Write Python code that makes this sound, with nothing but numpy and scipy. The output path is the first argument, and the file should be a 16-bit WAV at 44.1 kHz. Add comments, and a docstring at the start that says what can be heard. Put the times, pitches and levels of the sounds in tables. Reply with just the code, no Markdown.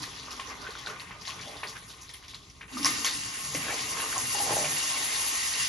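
"""A plastic ladle stirs chickpeas in a hand-held steel bowl over a low kitchen rumble: the peas click,
roll and knock, and the steel rings in its modes. At about 2.7 s they are tipped into a pan of hot oil,
where steam bubbles burst in a sizzle and drops of water spit. From about 3.6 s the ladle digs into the
bowl again, scraping and rubbing, while the frying goes on. Two microphone ports hear it all."""
import sys
import numpy as np
from scipy import signal
from scipy.fft import rfft, irfft, next_fast_len
from scipy.io import wavfile
from scipy.ndimage import uniform_filter1d

SR = 44100
rng = np.random.default_rng(int(sys.argv[2]) if len(sys.argv) > 2 else 0)


def output_pcm(signal):
    """Save a mono or channel-first signal as 16-bit PCM at the path in sys.argv[1].

    Samples are clipped to [-1, 1] before scaling.
    """
    pcm = np.clip(np.atleast_2d(signal).T, -1, 1) * 32767
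    wavfile.write(sys.argv[1], SR, np.round(pcm).astype(np.int16))


N = 250523
EVENT_SAMPLES = 8192

# Spectra of rumble, peas, fizz and oil. Each row: frequency in Hz, relative level in dB.
RUMBLE_SPECTRUM = [(13, -19), (22, -35), (37, -2.5), (59, 8.5), (112, 1), (161, -5), (193, -9),
                   (408, -8), (484, -20), (795, -19), (900, -58), (1170, -57), (1980, -120)]
PEA_SPECTRUM = [(500, -19), (900, -5.5), (1500, -9), (2500, -4.5), (4500, -8.5), (6000, -10), (7500, -15.5),
                (10000, -80)]
FIZZ_SPECTRUM = [(4000, -28.5), (6000, -9.5), (8000, -4), (10000, -4.5), (11300, -6), (12000, -16.5)]
OIL_SPECTRUM = [(500, -20.5), (900, -9.5), (1500, -9.5), (2500, -6), (3800, -9), (6000, -8), (7500, -10),
                (10000, -35.5)]
# Stirred peas and frying oil. Each row: time in seconds, gain in dB, treble lift in dB.
STIRRING = [(0.0, -50, 6), (0.32, -56.5, 6.5), (0.5, -47.5, 2), (0.58, -54.5, 2.5), (0.86, -52, 1),
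            (1.09, -52, -5), (1.19, -59.5, 6), (1.3, -52, 6.5), (1.54, -55, 1.5), (1.64, -51, 0.5),
            (1.86, -59.5, 3), (2.23, -62.5, 5), (2.42, -63, 7), (2.66, -68, 5.5), (2.72, -69, -8)]
FRYING = [(2.68, -53, -8.5), (2.91, -37, 1), (3.0, -44, 6.5), (3.21, -45, 4), (3.52, -44, 2),
          (3.71, -41.5, 2.5), (4.02, -42.5, 3.5), (4.77, -38.5, 3.5), (5.35, -39, 2.5), (5.68, -38.5, 4)]
# Ringing of the steel bowl that colours the clicking peas.
# Each row: centre in Hz, width in Hz, boost in dB.
BOWL_RESONANCES = [(1090, 140, 10), (1870, 160, 7), (2090, 120, 6), (3400, 200, 3), (4200, 150, 0),
                   (4750, 100, 2.5)]
# Peas tumbling against the wall. Each row: time in seconds, gain in dB, centre of the clatter in Hz.
TUMBLING = [(0, -46.5, 1080), (.24, -46, 1100), (.34, -49, 1080), (.58, -43, 1080), (.66, -38.5, 1400),
            (.8, -53, 1190), (.88, -40, 1380), (.95, -44, 1250), (.99, -48.5, 1150), (1.15, -48, 1050),
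            (1.37, -46.5, 1180), (1.5, -47, 754), (1.6, -45.5, 950), (1.83, -54, 1170), (2.56, -62, 1070),
            (2.67, -54, 1170), (2.93, -40.5, 1080), (3.23, -51.5, 1080), (3.57, -42.5, 970),
            (3.72, -43.5, 840), (3.99, -37, 1080), (4.25, -47, 880), (4.32, -39, 1150), (4.36, -33, 1000),
            (4.45, -37.5, 900), (4.5, -30.5, 890), (4.56, -40, 770), (4.64, -43, 666), (4.78, -41, 920),
            (5.68, -46.5, 1080)]
# Drumming on the bottoms, low thrum and finest bubbles. Each row: time in seconds, gain in dB.
BOTTOM_DRIVE = [(0.0, -41.5), (0.12, -65), (0.36, -55.5), (1.03, -63.5), (1.69, -63), (1.83, -71),
                (2.7, -69), (2.74, -40), (2.86, -38.5), (3.34, -60), (3.51, -54.5), (3.56, -46),
                (3.62, -49), (4.27, -53), (4.46, -49), (4.86, -56.5), (5.68, -58.5)]
STOVE_DRIVE = [(0, -57), (.4, -62), (.85, -55), (1.5, -57.5), (2.1, -63.5), (2.7, -62), (2.9, -48),
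               (3.35, -61), (3.62, -47), (3.8, -55.5), (4.45, -53.5), (4.52, -45), (4.76, -56), (4.9, -58),
               (5.68, -60.5)]
FIZZING = [(0.0, -58), (1.2, -64.5), (1.49, -57.5), (1.94, -60.5), (2.37, -72), (2.66, -65), (2.78, -45.5),
           (2.91, -41), (2.97, -41.5), (3.34, -45.5), (4.38, -37), (4.56, -36), (5.11, -37), (5.68, -38)]
# Modes of the bowl wall, the bottoms of bowl and pan, the stove with its counter, and the pan.
# Each row: frequency in Hz, gain in dB, time to decay by 60 dB in seconds.
WALL_MODES = [(428, 8, 0.049), (495, 2, 0.014), (592, 2.5, 0.24), (712, 2.5, 0.0059), (766, -8, 0.054),
              (812, -7, 0.12), (978, -7.5, 0.022), (1070, -2, 0.022), (1194, 6, 0.053), (1440, 5.5, 0.024),
              (1474, -8, 0.047)]
BOTTOM_MODES = [(231, -9.5, 0.088), (251, -2, 0.27), (276, -10, 0.08), (285.3, -2.5, 0.22),
                (310, -11, 0.12)]
STOVE_MODES = [(104, -21, 0.042), (118, -10, 0.11), (131, -3.5, 0.21), (165, -5, 0.032)]
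PAN_MODES = [(1080, 7, 0.067), (1530, -13, 0.11), (1893, 1, 0.018), (2090, -1.5, 0.018), (2782, 4.5, 0.047),
             (3100, -10, 0.081), (3680, -6.5, 0.033), (4640, -3, .025), (4890, -9.5, 0.029),
             (5700, -17, 0.043), (6490, -5, 0.046)]
# Peas clicking and drops bursting. Each row: start in seconds, peak in dB, pitch in Hz,
# spray in dB relative to the peak.
CRACKS = [(0.0204, -29, 5700, -8.5), (0.0316, -24, 4270, -20), (0.045, -40, 4630, -28),
          (0.2433, -47, 3560, -12), (0.308, -28, 5170, -9), (0.399, -30, 3080, -12.5),
          (0.492, -33, 5000, -20), (0.613, -38, 4400, -6), (0.6727, -35, 3170, -14),
          (0.7066, -31, 4330, -19), (0.753, -38, 3620, -20), (0.7813, -37, 5200, -6),
          (0.8624, -23.5, 4040, -21), (0.873, -28.5, 3500, -18), (0.895, -31, 6000, -13),
          (0.9976, -30.5, 4050, -19), (1.004, -29, 4450, -21), (1.2137, -34, 6000, -14),
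          (1.248, -37, 3150, -13), (1.2518, -33, 3370, -15), (1.263, -32, 5240, -22),
          (1.274, -26, 4540, -19), (1.279, -23.5, 4070, -24), (1.3005, -29, 3240, -16),
          (1.4160, -31, 4430, -17), (1.4749, -34, 3500, -9), (1.5682, -35, 3720, -15),
          (1.6336, -29.5, 2580, -20), (1.64, -34, 10100, -18), (1.6731, -27.5, 4600, -14),
          (1.6857, -28.5, 5430, -12), (1.8814, -44, 6550, -3), (1.8966, -40, 3930, -3.5),
          (2.01, -42, 6600, -1), (2.0928, -32, 5200, -15), (2.1375, -34, 9600, -24),
          (2.1388, -31, 10100, -16), (2.158, -40, 5820, -17), (2.238, -43, 3020, -5.5),
          (2.282, -34.5, 5670, -18), (2.295, -35.5, 3600, -8.5), (2.3455, -28, 4000, -18),
          (2.4995, -38.5, 5600, -20), (2.726, -40, 4200, -3.5), (2.7728, -32, 5300, -4),
          (2.8306, -18.5, 5330, -15.5), (2.8466, -7.5, 5380, -24), (2.8569, -8, 5750, -17),
          (2.86, -16, 5400, -30), (2.863, -12, 5240, -28), (3.0466, -13.5, 6490, -12.5),
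          (3.0475, -20, 3200, -15), (3.0656, -18, 4200, -9.5), (3.0887, -34, 4230, -6),
          (3.2475, -29, 5910, -16), (3.4417, -29.5, 6500, -6.5), (3.5424, -23, 6500, -7),
          (3.7994, -31, 4830, -2.5), (4.1807, -12.5, 7030, -22), (4.255, -34, 6800, -17),
          (4.6547, -27, 2850, -14), (4.8299, -28, 6490, -12), (5.105, -26, 8300, -18),
          (5.158, -20.5, 4840, -17), (5.5388, -21, 4430, -16)]
# Ladle and peas striking the bowl. Each row: start in seconds, gain in dB, pitch in Hz,
# decay constant in cycles, relative level of the rattle in dB.
IMPACTS = [(0.037, -33.5, 1200, 4.4, -6), (0.282, -31, 1190, 6.5, -16), (0.395, -26.5, 1080, 10, -11.5),
           (0.504, -31.5, 1176, 9.1, -10), (0.667, -28, 1530, 11, -12), (0.689, -35, 428, 3, -23),
           (0.753, -27, 1460, 3.3, -32), (0.871, -21.5, 1510, 3.3, -23), (0.899, -26.5, 1370, 4.7, -16),
           (1.108, -30, 1070, 2.3, -8.5), (1.276, -35.5, 1070, 11, -21), (1.393, -31.5, 2090, 5.5, -10),
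           (1.632, -21.5, 1030, 1.7, -11), (1.756, -37, 1280, 2.4, -6), (2.092, -40, 2530, 3.3, -7.5),
           (2.226, -43, 1900, 5.5, -9), (2.335, -39.5, 1090, 4.4, -6), (2.6086, -40.5, 1080, 6.8, 2.5),
           (2.624, -43, 2230, 6, 0.5), (2.77, -25.5, 1210, 9, -21), (2.846, -22.5, 1070, 7, -8),
           (2.859, -18, 1090, 6.3, -8), (3.045, -24.5, 1080, 7.9, -5), (3.067, -19, 2090, 7.5, -9.5),
           (3.547, -27.5, 526, 2.9, -1.5), (3.553, -30, 285, 2.4, -20), (3.628, -33, 2380, 7.5, -15),
           (3.648, -25, 2160, 5.4, -13), (3.683, -21, 1730, 5.4, -15), (3.688, -34, 600, 1.4, -18),
           (3.7, -25, 1790, 5.1, -5.5), (3.724, -26, 2330, 22, -13), (3.728, -36, 815, 2.6, -22),
           (3.968, -26.5, 1070, 5, -8), (3.996, -27, 895, 1.1, -5.5), (4.032, -37, 1480, 2.8, -14),
           (4.127, -20.5, 1450, 2.2, -15), (4.162, -23.5, 1080, 3.7, -20), (4.174, -27.5, 750, 5, -20),
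           (4.211, -32, 1010, 4, -20), (4.35, -28.5, 817, 7.6, -10), (4.402, -23, 824, 8.3, -19),
           (4.466, -26, 836, 5, -17), (4.493, -23, 814, 4.1, -17), (4.524, -24.5, 910, 3.3, -17),
           (4.568, -17, 700, 1.6, -33), (4.642, -26.5, 687, 3.4, -4.5)]
# Ladle in the peas, and on the wall. Each row: start in seconds, length in seconds, level in dB,
# centre frequency in Hz.
LADLE_PUSHES = [(0.253, 0.12, -47, 1120), (0.484, 0.057, -46, 1160), (0.63, 0.055, -47, 1440),
                (1.249, 0.085, -42.5, 2600), (1.742, 0.047, -43.5, 1530), (3.588, 0.081, -41, 2330),
                (3.668, 0.054, -40, 1550), (3.756, 0.056, -37, 2100), (3.943, 0.12, -43, 1440),
                (4.095, 0.051, -43, 1400), (4.136, 0.096, -40.5, 1060)]
LADLE_RUBS = [(1.43, .12, -53, 590), (4.335, .13, -42, 815), (4.455, .11, -45, 835), (4.575, .1, -42, 592),
              (4.49, 0.285, -46.5, 148)]
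# The two ports. Each row: frequency in Hz, phase lead of the left in half turns, coherence from 0 to 1,
# left minus right level in dB.
PORT_RESPONSE = [(30, 0, .97, -.5), (350, .05, .8, -1.8), (1000, .1, .68, .3), (1850, .2, .15, .3),
                 (2800, .2, .43, 3), (3800, .01, .75, 1.2), (5200, .1, .45, 3.2), (6000, -.02, .8, 1.2),
                 (6900, -.4, .5, .4), (7300, -.85, .7, .1), (7600, -1, 1, 0), (9000, -1, 1, 0),
                 (9350, -1.15, .75, 0), (9900, -1.6, .55, 0), (10900, -2, .97, 0), (11400, -2, 1, 0),
                 (13000, -2, 1, 0)]


def undb(db):
    """Decibels as an amplitude ratio."""
    return 10 ** (np.asarray(db) / 20)


def level(x, db):
    """Scale x to an rms level."""
    return x * undb(db) / np.sqrt(np.mean(x ** 2))


def curves(table):
    """Linear interpolation of a time table, one value a sample."""
    times, *columns = np.transpose(table)
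    return [np.interp(np.arange(N) / SR, times, column) for column in columns]


def walk(per_s):
    """Slow random modulation: smoothed steps with a spread of order 1."""
    hold = int(SR / per_s)
    steps = np.repeat(rng.standard_normal(N // hold + 1), hold)
    return 2.32 * uniform_filter1d(uniform_filter1d(steps, hold), hold)[:N]


def band(x, hz, ratio):
    """Band-pass from hz / ratio to hz * ratio, rms 1."""
    edges = [hz / ratio, min(hz * ratio, .45 * SR)]
    return level(signal.sosfilt(signal.butter(1, edges, "band", fs=SR, output="sos"), x), 0)


def colour(x, spectrum, resonances=()):
    """Minimum-phase filtering by a spectrum with added resonance peaks."""
    hz = np.arange(2049) * SR / 4096 + 1
    points_hz, points_db = np.transpose(spectrum)
    db = np.interp(np.log(hz), np.log(points_hz), points_db)
    for centre, width, boost in resonances:
        db = db + boost / (1 + (2 * (hz - centre) / width) ** 2)
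    cepstrum = irfft(np.log(undb(db)))
    cepstrum[1:2048] *= 2  # folding makes the filter causal
    cepstrum[2049:] = 0
    return signal.fftconvolve(x, irfft(np.exp(rfft(cepstrum))))[:N]


def ring(x, modes):
    """Forced response of damped oscillators, one row a mode."""
    out = []
    for hz, db, t60 in modes:
        radius = np.exp(-np.log(1000) / (t60 * SR))
        feedback = [1, -2 * radius * np.cos(2 * np.pi * hz / SR), radius * radius]
        out.append(undb(db) * signal.lfilter([1 - radius, 0, radius - 1], feedback, x))
    return np.array(out)


def clicks(per_s, spread_db):
    """A Poisson train of impulses, most small and a few large; rms 1."""
    most = 16384
    when = np.flatnonzero(rng.random(N) < per_s / SR)[:most]
    sizes = undb(spread_db * np.minimum(rng.exponential(size=most), 3.5)) * rng.standard_normal(most)
    out = np.zeros(N)
    out[when] = sizes[:len(when)]
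    return level(out, 0)


def grains(centres_hz, gains_db, per_s, spread_db, bed_db, flicker_db):
    """Shot noise: each band has its own clicks over a dense bed, and flickers mostly alone."""
    out, shared = 0, walk(45)
    for hz, db in zip(centres_hz, gains_db):
        noise = clicks(per_s, spread_db) + undb(bed_db) * rng.standard_normal(N)
        bandpass = signal.butter(2, [hz / 1.12, hz * 1.12], "band", fs=SR, output="sos")
        part = level(signal.sosfilt(bandpass, noise), 10 * np.log10(hz / 3000))
        out = out + part * undb(db + flicker_db * (walk(40) + 0.34 * shared))
    return out


def rustle(db, treble_db, spectrum, resonances=(), **texture):
    """Broadband shot noise with a treble shelf above 2400 Hz."""
    centres_hz = 650 * 1.225 ** np.arange(14)
    gains_db = [db + treble_db * np.clip(np.log2(hz / 2400), 0, 1) for hz in centres_hz]
    return colour(grains(centres_hz, gains_db, **texture), spectrum, resonances)


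def agitated(db, events, step_db, rise_s, t60):
    """Incoherent powers add: a level in dB leaps at each event and relaxes."""
    kicks = np.zeros(N)
    for start, event_db, *_ in events:
        kicks[int(start * SR)] += undb(2 * (event_db + step_db))
    fall, rise = undb(-2 * 60 / (t60 * SR)), np.exp(-1 / (rise_s * SR))
    decaying = signal.lfilter([1], [1, -fall], kicks)
    power = signal.lfilter([1 - rise], [1, -rise], decaying)
    return 10 * np.log10(undb(2 * db) + power)


def struck(modes, db, blow_hz, ratio, share=1):
    """Random excitation: modes under a hail of soft blows whose strength follows db."""
    hail = clicks(per_s=900, spread_db=3.5) + undb(-0.5) * rng.standard_normal(N)
    blows = band(hail, blow_hz, ratio)
    return (share * ring(blows * undb(db), modes)).sum(0) / np.std(ring(blows, modes).sum(0))


def near_pitch(centre_hz, far_db):
    """Resonance: the wall modes nearest the pitch of a contact respond most."""
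    octaves = np.log2(np.transpose(WALL_MODES)[0][:, None] / centre_hz)
    return undb(5.5 - np.minimum(70 * octaves ** 2, far_db))


def envelope(t, db, rise_s, t60):
    """Exponential decay with a linear onset."""
    return undb(db - 60 * t / t60) * np.minimum(t / rise_s, 1)


def kitchen_rumble():
    """Low-frequency noise wavers under slight amplitude modulation."""
    return level(colour(rng.standard_normal(N), RUMBLE_SPECTRUM) * undb(0.4 * walk(6.17)), db=-57)


def rolling_peas():
    """Granular collisions: moist peas click until tipped out; each loud click jostles the rest."""
    stirring = np.arange(N) / SR < STIRRING[-1][0]
    db, treble_db = curves(STIRRING)
    db = agitated(db, CRACKS, step_db=-21.5, rise_s=0.0019, t60=0.085)
    return stirring * rustle(db, treble_db, PEA_SPECTRUM, BOWL_RESONANCES,
                             per_s=450, spread_db=2.5, bed_db=-0.5, flicker_db=2)


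def ringing_steel():
    """Forced vibration: tumbling peas keep the bowl wall, the bottoms and the stove ringing."""
    wall_db, centre_hz = curves(TUMBLING)
    # Peas slide down the wall after each knock.
    wall_db = agitated(wall_db + 1.32 * walk(45), IMPACTS, step_db=-12.5, rise_s=0.014, t60=0.16)
    wall = struck(WALL_MODES, wall_db, blow_hz=454, ratio=1.86, share=near_pitch(centre_hz, far_db=17.5))
    bottom = struck(BOTTOM_MODES, curves(BOTTOM_DRIVE)[0] + walk(15), blow_hz=261.3, ratio=1.12)
    stove = struck(STOVE_MODES, curves(STOVE_DRIVE)[0] + 2.1 * walk(15), blow_hz=132, ratio=1.41)
    return wall + bottom + stove


def fizz():
    """Small bubbles sound high: the finest in the oil hiss throughout, more after each crack."""
    db = agitated(curves(FIZZING)[0], CRACKS, step_db=-28, rise_s=0.0041, t60=0.16)
    centres_hz = [5660, 6760, 8270, 9950, 11600]
    gains_db = [db + offset for offset in (-0.1, -0.1, 0.13, -3.5, -3.5)]
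    hiss = grains(centres_hz, gains_db, per_s=1100, spread_db=11.5, bed_db=7.5, flicker_db=1.61)
    return colour(hiss, FIZZ_SPECTRUM)


def cracks():
    """Damped transients: a pea clicks or a drop bursts, with a spray; during frying the pan pings."""
    out, t = np.zeros(N + EVENT_SAMPLES), np.arange(EVENT_SAMPLES) / SR
    shape, decay_cycles = (len(CRACKS), EVENT_SAMPLES), 1.58
    mists = rng.standard_normal(shape) * undb(7 * np.minimum(rng.exponential(size=shape), 3.5))
    for (start, db, hz, spray_db), mist in zip(CRACKS, mists):
        tone = np.sin(2 * np.pi * hz * t) + undb(-13.5) * np.sin(2 * np.pi * 1.89 * hz * t)
        crack = tone * t * np.exp(-t * hz / decay_cycles)
        spray = envelope(t, spray_db, rise_s=0.0073, t60=0.19) * band(mist, hz, 1.275)
        at = int(start * SR)
        out[at:at + EVENT_SAMPLES] += undb(db) * (crack / np.abs(crack).max() + spray)
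    frying = np.arange(N) / SR > FRYING[0][0]
    return out[:N] + undb(-0.5) * ring(frying * out[:N], PAN_MODES).sum(0)


def knocks():
    """Impact and free decay: a clack and a thud, jostled peas rattle, and the wall rings on."""
    out, t = np.zeros(N + EVENT_SAMPLES), np.arange(EVENT_SAMPLES) / SR
    clack_t60, rise_cycles, rattle_hz = 0.012, 0.5, 1970
    grits = rng.standard_normal((len(IMPACTS), EVENT_SAMPLES))
    impulse_responses = ring(1. * (t == 0), WALL_MODES)
    for (start, db, hz, cycles, rattle_db), grit in zip(IMPACTS, grits):
        clack = undb(-6.5 - 60 * t / clack_t60) * np.sin(2 * np.pi * 2.21 * hz * t)
        thud = np.sin(2 * np.pi * hz * t) + clack
        thud *= np.exp(-t * hz / cycles) * np.minimum(t * hz / rise_cycles, 1)
        rattle = band(band(grit, rattle_hz, 1.34), rattle_hz, 1.34)
        rattle *= envelope(t, rattle_db, rise_s=0.0036, t60=0.12)
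        wall = undb(9.5) * (near_pitch(hz, far_db=29) * impulse_responses).sum(0)
        at = int(start * SR)
        out[at:at + EVENT_SAMPLES] += undb(db) * (undb(-1.5) * thud / np.abs(thud).max() + rattle + wall)
    return out[:N]


def scrapes():
    """Rolling contact: peas crunch over the ladle, swelling and fading with each push."""
    out, contacts = np.zeros(N), clicks(per_s=740, spread_db=3)
    for start, length, db, hz in LADLE_PUSHES:
        at, count = int(start * SR), int(length * SR)
        crunch = band(contacts[at:at + count] + 1e-9, hz, 1.13)
        out[at:at + count] += undb(db) * np.hanning(count) ** 0.57 * crunch
    return out


def rubs():
    """Stick-slip friction of the ladle edge feeds a single long-ringing mode."""
    out, slips, t60 = np.zeros(N), clicks(per_s=2000, spread_db=-1.5), 0.27
    for start, length, db, hz in LADLE_RUBS:
        at, count = int(start * SR), int(length * SR)
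        tone = ring(slips, [(hz, 0, t60)])[0, at:at + count]
        out[at:at + count] += np.hanning(count) ** 0.4 * level(tone, db)
    return out


def sizzle():
    """Boiling: steam bubbles burst in the oil and drive the pan's modes from ever-changing spots."""
    frying = np.arange(N) / SR > FRYING[0][0]
    bubbles = rustle(*curves(FRYING), OIL_SPECTRUM, per_s=500, spread_db=1.5, bed_db=4, flicker_db=1.17)
    pan = sum(mode * undb(2 * walk(22)) for mode in ring(bubbles, PAN_MODES))
    return frying * (bubbles + pan)


def reflections(x, t60=0.19, db=-9, rise_s=0.0067):
    """Reverberation: convolution with noise that builds up and decays."""
    t = np.arange(int(t60 * SR)) / SR
    tail = rng.standard_normal(N)[:len(t)] * undb(-60 * t / t60) * np.minimum(t / rise_s, 1) ** 2
    return signal.fftconvolve(x, undb(db) * tail / np.sqrt(np.sum(tail ** 2)))[:N]


def scene():
    """Partial coherence: the right port hears the left's sound and other spots, shifted in phase."""
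    hits, size = knocks() + cracks(), next_fast_len(N)
    spots = [hit_gain * hits + scrapes() + rubs() + rolling_peas() + sizzle() + fizz() + ringing_steel()
             for hit_gain in (1, .6)]
    left, other = (rfft(x + reflections(x) + kitchen_rumble(), size) for x in spots)
    hz = np.fft.rfftfreq(size, 1 / SR)
    port_hz, *columns = np.transpose(PORT_RESPONSE)
    lead, coherence, balance_db = (np.interp(hz, port_hz, column) for column in columns)
    right = np.exp(-1j * np.pi * lead) * (coherence * left + np.sqrt(1 - coherence ** 2) * other)
    return irfft(np.array([left * undb(balance_db / 2), right * undb(-balance_db / 2)]), size)[:, :N]


def record(dry):
    """Band limiting: the phone cuts the treble steeply above 11950 Hz."""
    return signal.sosfilt(signal.ellip(12, .2, 60, 11950, fs=SR, output="sos"), dry)


dry = scene()
out = record(dry)
output_pcm(out)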